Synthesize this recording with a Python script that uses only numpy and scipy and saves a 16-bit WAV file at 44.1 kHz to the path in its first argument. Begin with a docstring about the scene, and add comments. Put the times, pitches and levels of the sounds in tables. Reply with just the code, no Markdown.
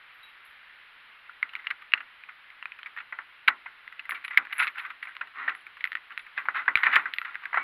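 """Outdoors at a sheet-metal garage door, microphone close to a heavy steel padlock being unlocked.
The key taps and turns, the bolt snaps over, spare keys jingle on their ring,
then the shackle scrapes out through the hasp. Filtered impulses and noise make the steel contacts;
decaying noise coloured by resonances makes the door's answer; fading sines make keys and free steel.
Filtered noise makes the outdoor air that hisses behind."""
import sys
import numpy as np
from scipy import signal
from scipy.fft import rfft, irfft, next_fast_len
from scipy.io import wavfile
from scipy.ndimage import map_coordinates

SR = 44100
rng = np.random.default_rng(int(sys.argv[2]) if len(sys.argv) > 2 else 0)


def generate_wav(sig):
    """Save sig (samples, or channels by samples) to the path in sys.argv[1] as 16-bit PCM at SR."""
    pcm = np.round(np.clip(np.atleast_2d(sig).T, -1, 1) * 32767).astype(np.int16)
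    wavfile.write(sys.argv[1], SR, pcm)


N = 336483


def amp(db):
    """Decibels to gain."""
    return 10 ** (np.asarray(db) / 20)


def unit(x):
    """x at rms 1."""
    return x / np.sqrt(np.mean(x ** 2) + 1e-20)


def blow(x):
    """x scaled to the energy of 10 ms at rms 1."""
    return x * np.sqrt(.01 * SR / (np.sum(x ** 2) + 1e-20))


def along(points, hz):
    """(Hz, value) points read on a log frequency axis."""
    point_hz, values = np.transpose(points)
    return np.interp(np.log(hz + 1), np.log(point_hz + 1), values)


def add(track, start_s, sound):
    """Mix a sound into the track at start_s, cut off where the track ends."""
    start = max(round(start_s * SR), 0)
    part = track[start:start + len(sound)]
    part += sound[:len(part)]


def coloured(x, db_at):
    """x through a causal minimum-phase filter whose gain in dB is a function of frequency."""
    size = 2 * next_fast_len(len(x) // 2 + 2048)
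    log_gain = np.log(amp(db_at(np.fft.rfftfreq(size, 1 / SR))) + 1e-7)
    # folding the cepstrum onto positive times makes the filter causal
    cepstrum = irfft(log_gain)
    cepstrum[1:size // 2] *= 2
    cepstrum[size // 2 + 1:] = 0
    response = np.exp(rfft(cepstrum))
    return irfft(rfft(x, size) * response)[:len(x)]


# key, case or shackle strikes once, cleanly:
# start_s, level_db (steel sound over 10 ms), pitch_hz (struck part), brightness_db_per_octave
TAPS = [(1.2949, -42, 1420, -11), (1.4286, -23.5, 2030, 4.5), (1.553, -31.5, 2130, 6.5),
        (1.67, -28, 2830, 5.5), (1.711, -27, 2260, 3), (1.9367, -15.5, 2740, 5), (2.2372, -43.5, 2410, 10),
        (2.503, -46.5, 2120, 13), (2.6264, -37.5, 2750, 0.5), (2.6564, -33, 2400, 1.5),
        (2.7201, -39.5, 2460, 8), (2.8314, -41, 3080, 7), (3.4776, -22, 2300, 9), (3.8777, -39.5, 2040, 9),
        (4.0934, -31.5, 2190, -5), (4.109, -31.5, 2090, 19.5), (4.4702, -41, 1760, 0),
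        (4.6704, -30.5, 1300, 11), (5.167, -39, 1080, 10), (5.5506, -39.5, 1950, 10.5),
        (5.8414, -23.5, 2020, 11.5), (5.853, -32.5, 1866, 8), (5.8739, -37.5, 2030, 9),
        (5.9193, -33.5, 1920, 10), (5.9299, -37.5, 1980, 12.5), (5.9531, -27.5, 1840, 7),
        (5.9705, -39.5, 1910, 5), (6.1768, -31, 1830, 9.5), (6.486, -21, 1470, -11.5),
        (6.7555, -16, 2300, 8.5), (6.7733, -26.5, 1310, 10.5), (7.1373, -30.5, 1730, 20.5),
        (7.1847, -26, 1920, 15), (7.216, -32.5, 1340, 4), (7.355, -32, 1570, 0.5)]


def taps():
    """Single clean strikes, which move the door only a little."""
    out = np.zeros(N)
    for (start_s, level_db, pitch_hz, bright_db), tail in zip(TAPS, door_tails(len(TAPS))):
        tap = strike(tail, pitch_hz, bright_db, chatter_ms=0.54, answer_db=-13, tick_db=-47)
        add(out, start_s, amp(level_db) * tap)
    return out


# the bolt, levers and loose keys clatter:
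# start_s, level_db (steel sound over 10 ms), pitch_hz, chatter_ms (nominal; strike scales it)
CLATTERS = [(1.49, -44.5, 2860, 5), (1.7034, -30.5, 1530, 3.3), (1.9199, -37.5, 2825, 1.4),
            (3.4805, -13, 1520, 2.25), (3.9939, -35, 2725, 1.7), (4.1452, -34.5, 2270, 7),
            (4.2459, -32.5, 2280, 3.4), (4.28, -35.5, 2010, 1.3), (4.3735, -11.5, 2180, 2.1),
            (4.5254, -28.5, 2000, 2.9), (4.5936, -21.5, 2070, 7.7), (4.6231, -23, 1700, 7.7),
            (4.6753, -27.5, 2120, 3.1), (4.779, -35.5, 2780, 6), (4.7935, -34.5, 1130, 4.2),
            (5.0255, -33, 2050, 5.3), (5.4924, -31.5, 1390, 3.2), (5.806, -39, 2010, 3.6),
            (6.1926, -40, 1880, 3.6), (6.9558, -15, 1750, 3.5), (7.455, -31.5, 1540, 1.05)]
TICK_PER_DB = 0.24  # a harder clatter is also sharper: dB more tick for each dB of level


def clatters():
    """Loose hard parts chatter brightly against the case."""
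    out = np.zeros(N)
    for (start_s, level_db, pitch_hz, chatter_ms), tail in zip(CLATTERS, door_tails(len(CLATTERS))):
        tick_db = -38 + TICK_PER_DB * level_db
        clatter = strike(tail, pitch_hz, bright_db=10.5, chatter_ms=chatter_ms,
                         answer_db=-8.0, tick_db=tick_db)
        add(out, start_s, amp(level_db) * clatter)
    return out


# the heavy lock and shackle bump the hasp:
# start_s, level_db (steel sound over 10 ms), pitch_hz, brightness_db_per_octave
KNOCKS = [(1.9749, -36.5, 2800, 1), (2.0028, -37.5, 2800, 0), (2.2881, -40.5, 2280, -1.5),
          (2.859, -36.5, 2250, 4.5), (2.9727, -35, 1900, 3.5), (2.9833, -38, 1675, 6),
          (3.001, -38.5, 2340, 0), (3.124, -34.5, 2170, -7.5), (3.187, -33.5, 1570, -7),
          (3.486, -22.5, 1400, -6.5), (3.6592, -36, 2110, -5), (4.1189, -31, 2320, -6.5),
          (4.3067, -33.5, 1980, 1.5), (4.849, -34, 1290, 1), (4.901, -38, 1125, 4.5),
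          (5.0709, -39, 2180, -1.5), (5.2105, -29.5, 1440, -1.5), (5.4783, -22, 1869, -5),
          (6.3763, -27, 1760, 1), (6.4547, -36.5, 2125, -11), (6.6788, -17.5, 1540, -7.5),
          (6.8325, -18.5, 1890, 3), (6.8652, -17.5, 1900, -6), (6.9262, -21.5, 1810, 5.5),
          (6.962, -16, 1710, -8.5), (7.0555, -26.5, 1540, -6.5), (7.2477, -33, 1570, 5),
          (7.5292, -32, 1911, -8), (7.543, -24.5, 1783, -7.5), (7.5584, -30, 1900, -7),
          (7.5723, -22, 1860, -11)]


def knocks(bounce_ms=3.45, tilt_per_doubling=13):
    """Blows on the hasp go straight into the door; dull ones land dead, bright ones chatter longer."""
    out = np.zeros(N)
    for (start_s, level_db, pitch_hz, bright_db), tail in zip(KNOCKS, door_tails(len(KNOCKS))):
        chatter_ms = bounce_ms * 2 ** (bright_db / tilt_per_doubling)
        knock = strike(tail, pitch_hz, bright_db, chatter_ms, answer_db=-5.5, tick_db=-45.5)
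        add(out, start_s, amp(level_db) * knock)
    return out


TICK_PER_TILT = 0.82  # dB more tick for each dB per octave: hard contacts are both bright and ticky
# dB of door answer for each dB per octave: bright contacts come from light parts, which shake it less
DOOR_PER_TILT = -0.35


def strike(tail, pitch_hz, bright_db, chatter_ms, answer_db, tick_db, clean_ms=0.83):
    """One steel-on-steel contact: an impact, a little chatter and the door's answer."""
    # a loose part rattles instead of striking once
    force = chatter(1.11 * chatter_ms) * (chatter_ms / clean_ms) ** 2
    force[0] += 1
    force = case_ring(force, ring_db=-12, t60=0.041)
    peak_db = 7 + 6 * np.exp(-chatter_ms / 3)  # a clean strike lets the part ring more purely
    clack = coloured(force, lambda hz: steel_db(hz, pitch_hz, bright_db, peak_db, width_hz=210))
    tick = coloured(chatter(1.7 + .51 * chatter_ms), tick_spectrum_db)
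    out = np.zeros(len(tail))
    add(out, 0, blow(clack) + amp(tick_db + TICK_PER_TILT * bright_db) * blow(tick))
    add(out, .001, amp(answer_db + DOOR_PER_TILT * bright_db) * tail)
    return out


def chatter(life_ms):
    """Micro-impacts that build up and die away within a few milliseconds; energy 1."""
    age = np.arange(SR // 20) / SR * 1000 / max(life_ms, .1)
    force = rng.standard_normal(len(age)) * age ** 0.55 * np.exp(-age)
    return force / np.linalg.norm(force)


def case_ring(force, ring_db, t60, rise_s=0.00043):
    """The lock's case and levers prolong a blow with a brief, dense ring."""
    t = np.arange(len(force)) / SR
    ringing = rng.standard_normal(len(t)) * amp(-60 * t / t60) * (1 - np.exp(-t / rise_s))
    ringing /= np.linalg.norm(ringing)
    return force + amp(ring_db) * signal.fftconvolve(force, ringing)[:len(t)]


# spectrum of the hand-damped lock: freq_hz, density_db (relative, per Hz)
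STEEL = [(40, -52.5), (180, -39), (270, -41.5), (500, -27.5), (700, -18.5), (1000, -6.5), (1400, 2),
         (2000, 2.5), (2600, -4), (3200, -15), (4100, -23), (4700, -36.5), (6000, -57.5), (9000, -77)]


def steel_db(hz, pitch_hz, bright_db, peak_db, width_hz):
    """The hand-damped lock, with one resonance of the part that is touched."""
    octaves = np.log2(np.clip(hz, 950, 3500) / 2000)
    resonance_db = peak_db / (1 + ((hz - pitch_hz) / width_hz) ** 2)
    return along(STEEL, hz) + bright_db * octaves + resonance_db


# spectrum of the sharp contact ticks: freq_hz, density_db (relative, per Hz)
TICK = [(4300, -31.5), (5000, 1.5), (6100, -32.5), (7200, -7), (8300, -34.5), (9700, -9), (11000, -11),
        (12400, 3), (13300, -20.5), (14400, -21.5), (16000, -31.5)]


def tick_spectrum_db(hz):
    """High, narrow peaks where hard steel ticks."""
    return along(TICK, hz)


# steel slides on steel:
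# start_s, length_s, level_db (before the 0.5 dB trim), pitch_hz, door_answer_db (re level_db)
SCRAPES = [(1.583, 0.056, -41.5, 2050, -17.5), (1.638, .06, -42, 2050, -13.5), (4.126, 0.11, -41, 2220, -7),
           (4.296, 0.19, -39.5, 2170, -10.5), (4.494, 0.06, -40.5, 2050, -7),
           (4.548, .17, -33.5, 2150, -16), (4.588, 0.082, -22.5, 1300, -20), (4.741, 0.18, -37, 1420, -6),
           (5.077, 0.048, -40.5, 1600, -7), (5.332, 0.25, -40, 1150, 1.5), (5.475, 0.06, -36.5, 1400, 3),
           (6.095, 0.037, -43, 1740, 2.5), (6.364, 0.071, -32, 1700, -4), (6.542, 0.088, -24.5, 1240, -3),
           (6.654, 0.023, -36.5, 1450, -6.5), (6.751, 0.13, -31.5, 1850, -2.5),
           (6.836, 0.1, -25.5, 2310, -7), (6.909, .12, -22, 1830, -5), (6.997, 0.23, -44, 1290, -8),
           (7.238, 0.18, -42, 1400, -5), (7.39, 0.18, -44.5, 1140, -6), (7.542, 0.35, -40.5, 1100, -5.5)]
# each slide presses hardest this far into its length, then eases off
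SWELL_SHARE, SWELL_DB, FADE_DB = 0.24, 12.5, 17.5


def scrapes(rub_db=-6, rasp_db=-16, tick_db=-44):
    """Rust catches and slips in uneven grains, shaking the lock and the door."""
    out = np.zeros(N)
    for (start_s, length_s, level_db, pitch_hz, answer_db), tail in zip(SCRAPES, door_tails(len(SCRAPES))):
        share = np.linspace(0, 1, round(length_s * SR))
        press_db = np.interp(share, [0, SWELL_SHARE, 1], [-SWELL_DB, 0, -FADE_DB])
        pressure = amp(press_db) * signal.windows.tukey(len(share), .1)
        rate = 900 * amp(.5 * (level_db + 23))  # slips per second: harder sliding slips more often
        smooth_rub = amp(rub_db) * rng.standard_normal(len(share))
        slips = unit(grains(len(share), rate, spread_db=6) + smooth_rub)
        rub = unit(coloured(slips, lambda hz: steel_db(hz, pitch_hz, 0, peak_db=8.5, width_hz=310)))
        catches = grains(len(share), rate, spread_db=13.5)  # the sharpest slips rasp and tick
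        rasp = unit(coloured(catches, lambda hz: steel_db(hz, 3640, 7.3, peak_db=12.5, width_hz=220)))
        ticks = unit(coloured(catches, tick_spectrum_db))
        slide = rub + amp(rasp_db) * rasp + amp(tick_db) * ticks
        add(out, start_s, amp(level_db - 0.5) * pressure * slide)
        answer = signal.fftconvolve(pressure * slips, tail / np.linalg.norm(tail))
        add(out, start_s, amp(level_db + answer_db) * answer)
    return out


def grains(size, rate, spread_db):
    """Sharp slips of uneven strength at random moments; rms 1."""
    strength = amp(spread_db * rng.uniform(-0.89, 1, size)) * rng.choice([-1, 1], size)
    return unit(strength * (rng.random(size) < rate / SR))


# resonances of the door leaf: freq_hz, width_hz, level_db
DOOR_MODES = [(293, 54, -18.5), (391.6, 34, -19.5), (814, 9.2, -15), (1085, 18, -3.5), (1230, 130, -3),
              (1395, 100, 6), (1550, 50, 3.5), (1967, 110, 9), (2000, 35, -8), (2240, 31, -5),
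              (2520, 40, -12.5), (3600, 89, -23)]


def door_db(hz):
    """The door's resonances stand on a bed of denser, weaker ones."""
    peaks = sum(amp(2 * level_db) / (1 + ((hz - centre_hz) / width_hz) ** 2) ** 2
                for centre_hz, width_hz, level_db in DOOR_MODES)
    bed_db = steel_db(hz, 1200, -3.5, peak_db=0.5, width_hz=170) - 2.0
    return 10 * np.log10(peaks + amp(2 * bed_db))


# how long the door rings: freq_hz, t60_s
DOOR_DECAY = [(200, 0.34), (530, 0.27), (1400, 0.14), (3700, .07)]


def door_tails(count):
    """Fresh ring-outs of the door, as coloured noise; the low notes last longest."""
    noise = rng.standard_normal((count, SR // 3))
    hz, t, bands = signal.stft(noise, SR, nperseg=128)
    decay = amp(-60 * t / along(DOOR_DECAY, hz)[:, None])
    tails = signal.istft(bands * decay, SR, nperseg=128)[1]
    colour = door_db(np.fft.rfftfreq(2 ** 14, 1 / SR))
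    grid = np.linspace(0, SR / 2, len(colour))
    return [blow(coloured(tail, lambda f: np.interp(f, grid, colour))) for tail in tails]


# spare keys hit each other on the ring:
# start_s, first_key_db, second_key_db (before random scatter and mode levels)
JINGLES = [(.14, -82, -65), (.231, -70, -61), (.449, -67.5, -61), (4.093, -51, -44), (4.246, -57.5, -67),
           (4.281, -73, -69), (4.527, -57.5, -50), (4.581, -40, -50), (4.648, -71, -61), (4.78, -65, -58),
           (5.027, -65, -83), (5.549, -63, -72), (5.84, -70, -55), (6.177, -64, -68), (6.381, -74, -65),
           (6.756, -62, -55), (6.81, -77, -65), (6.958, -67, -62), (7.137, -82, -55), (7.185, -75, -63)]
# modes of the spare keys: key_number, freq_hz, level_db, t60_s
KEY_MODES = [(0, 10820, 1.5, 0.11), (0, 10890, -5, 0.17), (0, 11110, -15.5, 0.13), (1, 12360, -12, 0.13),
             (1, 12520, -14.5, 0.27), (1, 12670, -9.5, .15)]
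REBOUND_S, REBOUND_DB = .04, -8  # keys swing apart and touch once more, after 0.5 to 1.5 times REBOUND_S


def keys(scatter_db=1):
    """Two small keys ring very high, at new strengths with each touch and its rebound."""
    out = np.zeros(N)
    modes = [(round(key), amp(level_db) * ring(hz, t60)) for key, hz, level_db, t60 in KEY_MODES]
    for start_s, *key_db in JINGLES:
        rebound_s = REBOUND_S * (.5 + rng.random())
        for delay_s, loss_db in [(0, 0), (rebound_s, REBOUND_DB)]:
            for key, note in modes:
                level_db = key_db[key] + loss_db + scatter_db * rng.normal()
                add(out, start_s + delay_s, amp(level_db) * note)
    return out


def ring(hz, t60):
    """One fading sine mode, struck from rest, with a peak of root 2 before its decay."""
    t = np.arange(SR // 2) / SR
    attack = 1 - np.exp(-(t / .0008) ** 2)
    return np.sqrt(2) * np.sin(2 * np.pi * hz * t) * amp(-60 * t / t60) * attack


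# steel parts left free to ring: start_s, freq_hz, level_db, t60_s
RINGS = [(.23, 3860, -51, 0.23), (1.4295, 2070, -13.5, 0.012), (1.6685, 2770, -24, 0.018),
         (1.9376, 2870, -8.5, 0.0093), (6.758, 3950, -46.5, 0.13), (6.957, 8240, -81, .35),
         (7.575, 2250, -37.5, 0.93), (7.575, 1095, -28.5, 0.12)]


def free_steel():
    """The key shank, levers and shackle keep their note for a moment when struck free."""
    out = np.zeros(N)
    for start_s, hz, level_db, t60 in RINGS:
        add(out, start_s, amp(level_db) * ring(hz, t60))
    return out


# the fingers fiddle with key and lock: start_s, end_s
FIDDLING = [(1.45, 1.8), (2.75, 2.95), (3.9, 5.2), (5.6, 5.8), (6.1, 6.25), (7.1, 7.5)]
TOUCHES_PER_S, TOUCH_DB, TOUCH_RANGE_DB = 10, -41, 6  # TOUCH_DB is the loudest; the range lies below it


def touches(pitch_hz=2050, spread_octaves=0.37):
    """Faint touches at uneven moments while the fingers work."""
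    out = np.zeros(N)
    for start_s, end_s in FIDDLING:
        slots = np.arange(start_s, end_s, 1 / TOUCHES_PER_S)
        for slot_s, tail in zip(slots, door_tails(len(slots))):
            late, softness, size = rng.random(), rng.random(), rng.normal()
            touch_hz = pitch_hz * 2 ** (spread_octaves * size)
            touch = strike(tail, touch_hz, bright_db=3.5, chatter_ms=2.0, answer_db=-4, tick_db=-34.5)
            level_db = TOUCH_DB - TOUCH_RANGE_DB * softness
            add(out, slot_s + late / TOUCHES_PER_S, amp(level_db) * touch)
    return out


# brief low thumps heard under three loud clicks: start_s, level_db (over 10 ms)
LOW_THUMPS = [(1.937, -56), (4.373, -51.5), (6.76, -47.5)]


def low_thumps(corner_hz=130):
    """A faint low thump under three loud clicks: one quick rise and exponential fall."""
    out = np.zeros(N)
    t = np.arange(SR // 10) / SR
    thump = blow(np.exp(-2 * np.pi * corner_hz * t) * (1 - np.exp(-t / 0.00032)))
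    for start_s, level_db in LOW_THUMPS:
        add(out, start_s, amp(level_db) * thump)
    return out


# spectrum of the outdoor air: freq_hz, density_db (relative, per Hz)
AIR = [(30, -19), (150, -23), (300, -23.5), (700, -17.5), (1000, -8.5), (1400, -2.5), (2000, -1),
       (3000, -7.5), (4000, -16.5), (5400, -37.5), (6400, -55), (8500, -50), (10000, -35), (14000, -40.5),
       (15700, -51.5)]


def air(level_db=-53):
    """Steady outdoor hiss, filtered noise that wavers a little."""
    hiss = unit(coloured(rng.standard_normal(N), lambda hz: along(AIR, hz)))
    return hiss * amp(level_db + .35 * wobble(0.76, N))


def wobble(rate, size):
    """A smooth random curve with rate knots a second."""
    knots = rng.standard_normal(int(size * rate / SR) + 4)
    return map_coordinates(knots, [np.arange(size) * rate / SR])


def scene():
    """Lock, keys and door in the open air."""
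    lock = taps() + clatters() + knocks() + scrapes()
    small_steel = keys() + free_steel()
    return (lock + small_steel + low_thumps() + air() + touches())[None]


TOP_HZ = 15760  # band limit of the recorder


def record(dry):
    """The recorder keeps nothing above its band limit."""
    size = next_fast_len(N + SR // 4)
    kept = np.fft.rfftfreq(size, 1 / SR) < TOP_HZ
    return irfft(rfft(dry, size) * kept, size)[:, :N]


dry = scene()
out = record(dry)
generate_wav(out)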